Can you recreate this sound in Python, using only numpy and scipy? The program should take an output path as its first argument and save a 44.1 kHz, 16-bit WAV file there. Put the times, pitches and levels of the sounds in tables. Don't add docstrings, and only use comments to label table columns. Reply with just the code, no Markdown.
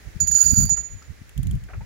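import sys
import numpy as np
from scipy import signal
from scipy.fft import rfft, irfft, next_fast_len
from scipy.io import wavfile
from scipy.ndimage import uniform_filter1d

SR = 44100
rng = np.random.default_rng(int(sys.argv[2]) if len(sys.argv) > 2 else 0)


def dump_mix(stems):
    frames = np.atleast_2d(stems).T
    limited = np.clip(frames, -1, 1)
    pcm = np.round(limited * 32767).astype(np.int16)
    wavfile.write(sys.argv[1], SR, pcm)


N = 81585
T = np.arange(N) / SR

# frequency in Hz, relative level in dB.
AIR_EQ_LEFT = [(300, 4.5), (600, -2), (1000, -8.5), (1900, 1), (3000, -9.5), (5000, -18), (7000, -27),
               (10200, -10.5), (12600, -23.5)]
AIR_EQ_RIGHT = [(300, 0), (600, -3.5), (1000, -7.5), (1900, 0.5), (3000, -8.5), (6900, -6), (8500, -16),
                (11000, -35.5), (13000, -15.5)]
# centre in seconds, strength in dB, half width in seconds,
# lean to the left in dB.
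WIND_PUFFS = [(0.076, -32.5, 0.012, -20), (0.165, -29.5, 0.0086, 35), (0.23, -25, 0.016, 19),
              (0.316, -32.5, 0.043, -2.5), (0.483, -25.5, 0.026, -4.5), (0.532, -17, 0.0075, -7.5),
              (0.592, -15.5, 0.014, 5.5), (0.638, -20, 0.028, 0), (0.723, -26.5, 0.016, 8.5),
              (0.798, -35.5, 0.019, 13), (0.944, -36, 0.023, 20), (1.107, -32, 0.014, -23),
              (1.217, -31, 0.0028, 12), (1.391, -20.5, 0.016, -12.5), (1.472, -22.5, 0.042, -7.5),
              (1.544, -21.5, 0.025, 3), (1.64, -35.5, 0.028, 1), (1.784, -30.5, 0.035, 4)]
# frequency in Hz, relative level in dB.
RUMBLE_EQ = [(15, -27), (30, 2), (55, 9), (100, 4.5), (160, -15), (250, -35.5), (1500, -72.5)]
BUFFET_EQ = [(30, -18), (80, -0.5), (140, 5.5), (200, -4), (300, -22), (450, -37.5), (1500, -57.5)]
# start in seconds, tick level in dB, main tone level in dB,
# extra treble in dB.
PAWL_STRIKES = [(0.201, -23.5, -13, -2.5), (0.272, -23.5, -16, 0), (0.3112, -23, -14.5, -4),
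                (0.342, -23, -8.5, -6), (0.3636, -23, -13, -14), (0.3814, -23.5, -17.5, -2.5),
                (0.3957, -25.5, -15.5, -3), (0.4071, -25, -8.5, 0), (0.417, -20.5, -13, -4),
                (0.4301, -21.5, -19, -6), (0.4418, -22, -23, -1), (0.4569, -26, -10.5, 1.5),
                (0.4762, -24, -16.5, -3), (0.4971, -23.5, -12.5, -5), (0.5158, -25, -22, 2),
                (0.537, -25, -22.5, 1), (0.559, -25, -14, -3), (0.5806, -23, -12.5, 2),
                (0.601, -22, -13, 0.5), (.6145, -26.5, -18, 0.5), (0.6295, -24.5, -16, -1.5),
                (0.6513, -26.5, -27.5, 2), (0.691, -26.5, -10.5, -3)]
# pitch in Hz,
# relative level in dB, time to fall 60 dB in seconds, left over right in dB.
SPOOL_MODES = [(1490, -16, .05, 0), (4698, -16, .58, -11), (4722, -17.5, .4, -11), (6760, -2, .13, -28),
               (6866, -.5, .48, -28), (6881, -4, .44, -26), (6895, -7, .22, -28), (6973, 0, .14, -28),
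               (11090, -24, .22, 12), (11607, -19, .19, 8), (11655, -21, .14, 8)]
# frequency in Hz, relative level in dB.
DRAG_EQ_LEFT = [(950, -15), (1450, 0), (2000, -14.5), (3200, -18), (5000, -3.5), (7800, -32), (8600, -13),
                (9450, 6), (9950, 1), (10400, 4.5), (11200, -8), (12500, 4.5), (13500, -15), (15200, 1.5)]
DRAG_EQ_RIGHT = [(950, -14), (1500, 1), (2000, -13.5), (3100, -8.5), (3800, -17), (5800, -1), (7000, 8.5),
                 (8200, -25), (10800, -45.5), (11900, 0), (13400, -14), (14400, 8.5), (15250, 7),
                 (15700, -13)]
# start in seconds, starting pitch in Hz, level in dB,
# time to fall 60 dB in seconds.
WATER_PLOPS = [(.689, 807, -41, 0.072), (0.771, 1310, -34.5, 0.017), (1.019, 1284, -43, 0.048),
               (1.686, 1535, -36, 0.015), (1.700, 693, -43, 0.12), (1.733, 1330, -32, 0.019),
               (1.807, 845, -39.5, 0.07)]
# frequency in Hz, relative level in dB.
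SPLASH_EQ = [(200, 1), (550, 7.5), (900, 0), (1400, 6), (2400, 2), (3300, -17.5), (10000, -44)]
# start in seconds, relative level in dB.
MECHANISM_TICKS = [(0.7708, -35.5), (0.811, -44.5), (1.293, -40.5), (1.3767, -32), (1.4306, -33.5),
                   (1.470, -33.5), (1.511, -34.5), (1.553, -42.5), (1.638, -44.5)]
# frequency in Hz, relative level in dB.
DRY_EQ_LEFT = [(600, -12), (2600, -13), (3200, 3.5), (4200, -13), (6800, -21), (8800, -7), (9600, 6),
               (10700, -15), (12900, 3), (14300, -33)]
DRY_EQ_RIGHT = [(600, -29), (2600, -3), (3200, 2.5), (4000, -10), (6300, -8.5), (6800, 7.5), (8000, -7.5),
                (10500, -36), (13000, -4), (15100, -20)]
# frequency in Hz, relative level in dB.
SLIP_EQ = [(3500, -20), (5100, 4), (7500, -12), (9500, -26)]


def from_db(db):
    return 10 ** (np.asarray(db) / 20)


def pan(db):
    gains = np.array([np.atleast_1d(from_db(db / 2)), np.atleast_1d(from_db(-db / 2))])
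    return gains / np.sqrt(np.mean(gains ** 2, axis=0))


def colour(x, eq):
    size = next_fast_len(2 * N)
    hz, db = np.transpose(eq)
    bin_hz = np.arange(size // 2 + 1) * SR / size
    gain = from_db(np.interp(np.log(bin_hz + 1), np.log(hz), db))
    gain /= np.sqrt(np.mean(gain ** 2))
    cepstrum = irfft(np.log(gain), size)
    cepstrum[1:size // 2] *= 2
    cepstrum[size // 2 + 1:] = 0
    return irfft(rfft(x, size) * np.exp(rfft(cepstrum)), size)[..., :N]


def port_noise(envelope, left_eq, right_eq, shared=.4):
    common, *own = rng.standard_normal((3, N))
    left, right = envelope * (np.sqrt(shared) * common + np.sqrt(1 - shared) * np.array(own))
    return np.array([colour(left, left_eq), colour(right, right_eq)])


def decay(start, t60):
    return (T >= start) * from_db(-60 * np.maximum(T - start, 0) / t60)


def rise(start, seconds):
    return 1 - np.exp(-np.maximum(T - start, 0) / seconds)


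def river_air():
    fade_db_per_s = 2.5
    return port_noise(from_db(-50.5 - fade_db_per_s * T), AIR_EQ_LEFT, AIR_EQ_RIGHT, shared=.16)


def eddies(eq):
    noise = colour(rng.standard_normal((2, N)), eq)
    return noise / np.sqrt(uniform_filter1d(noise ** 2, size=900, axis=-1) + 1e-6)


def wind():
    breeze_db, reference_db = -56, -28
    puff_power = sum((pan(pan_db) * from_db(db)) ** 2 * np.exp(-((T - centre) / width) ** 2)
                     for centre, db, width, pan_db in WIND_PUFFS)
    gust = np.sqrt(from_db(breeze_db) ** 2 + puff_power) / from_db(reference_db)
    rumble = from_db(-28.5) * gust ** .75 * eddies(RUMBLE_EQ)
    buffet = from_db(-34) * gust ** 1.416 * eddies(BUFFET_EQ)
    return rumble + buffet


def pawl_snap(start, t60):
    hold_s = .0025
    return rise(start, seconds=.0013) * from_db(-60 * np.maximum(T - start - hold_s, 0) / t60)


def drag_ticks():
    rattle_db_per_doubling, treble_split_hz = 7, 13000
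    starts, tick_db, _, treble_db = np.transpose(PAWL_STRIKES)
    rate = 1 / np.gradient(starts)
    rattles = from_db(-16 + rattle_db_per_doubling * np.log2(rate / np.median(rate)))
    powers = np.array([pawl_snap(start, t60=.018) ** 2 + (rattle * pawl_snap(start, t60=.085)) ** 2
                       for start, rattle in zip(starts, rattles)])
    ticks = 0
    for band, db in (("low", tick_db), ("high", tick_db + treble_db)):
        envelope = np.sqrt(from_db(db) ** 2 @ powers)
        crossover = signal.butter(10, treble_split_hz, band, fs=SR, output="sos")
        ticks += signal.sosfilt(crossover, port_noise(envelope, DRAG_EQ_LEFT, DRAG_EQ_RIGHT))
    return from_db(1) * ticks


def spool_ring():
    bloom_s = .011
    spread_db, scatter_turns = .8, .1
    ring = np.zeros((2, N))
    next_starts = [row[0] for row in PAWL_STRIKES[1:]] + [N / SR]
    for (start, tick_db, main_db, _), next_start in zip(PAWL_STRIKES, next_starts):
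        attack = rise(start, seconds=.0028)
        choked = from_db(main_db) * attack * (1 - rise(next_start, seconds=.002))
        free = from_db(tick_db) * attack
        strike_phase = rng.random()
        for hz, db, t60, pan_db in SPOOL_MODES:
            span = slice(int(start * SR), int((start + t60) * SR))
            age = T[span] - start
            envelope = choked if 6800 < hz < 6950 else free
            strength = from_db(db + spread_db * rng.standard_normal())
            phase = strike_phase + scatter_turns * rng.standard_normal()
            mode = from_db(-60 * age / t60) * np.sin(2 * np.pi * (hz * (age - bloom_s) + phase))
            ring[:, span] += pan(pan_db) * strength * envelope[span] * mode
    return from_db(-1.3) * ring


def water():
    glide_per_s = 6
    bubbles, splash_envelope = 0, 0
    for start, hz, db, t60 in WATER_PLOPS:
        age = np.maximum(T - start, 0)
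        attack = from_db(db) * rise(start, seconds=.0015)
        chirp = np.sin(2 * np.pi * hz * (age + glide_per_s * age ** 2 / 2))
        bubbles += attack * decay(start, t60) * chirp
        splash_envelope += attack * decay(start, t60=.12)
    return bubbles + from_db(-8) * port_noise(splash_envelope, SPLASH_EQ, SPLASH_EQ)


def dry_ticks():
    envelope = sum(from_db(db) * decay(start, t60=.02) for start, db in MECHANISM_TICKS)
    return from_db(-1.5) * port_noise(envelope, DRY_EQ_LEFT, DRY_EQ_RIGHT)


def line_slip():
    return from_db(-42) * port_noise(decay(start=1.0245, t60=.021), SLIP_EQ, SLIP_EQ)


def scene():
    left_lag_s = .00043
    left, right = spool_ring() + drag_ticks() + dry_ticks() + line_slip()
    reel = np.array([np.interp(T - left_lag_s, T, left), right])
    return reel + water() + wind() + river_air()


def record(dry):
    cutoff_hz = 15750
    return signal.sosfilt(signal.ellip(10, .1, 80, cutoff_hz, fs=SR, output="sos"), dry)


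dry = scene()
out = record(dry)
dump_mix(out)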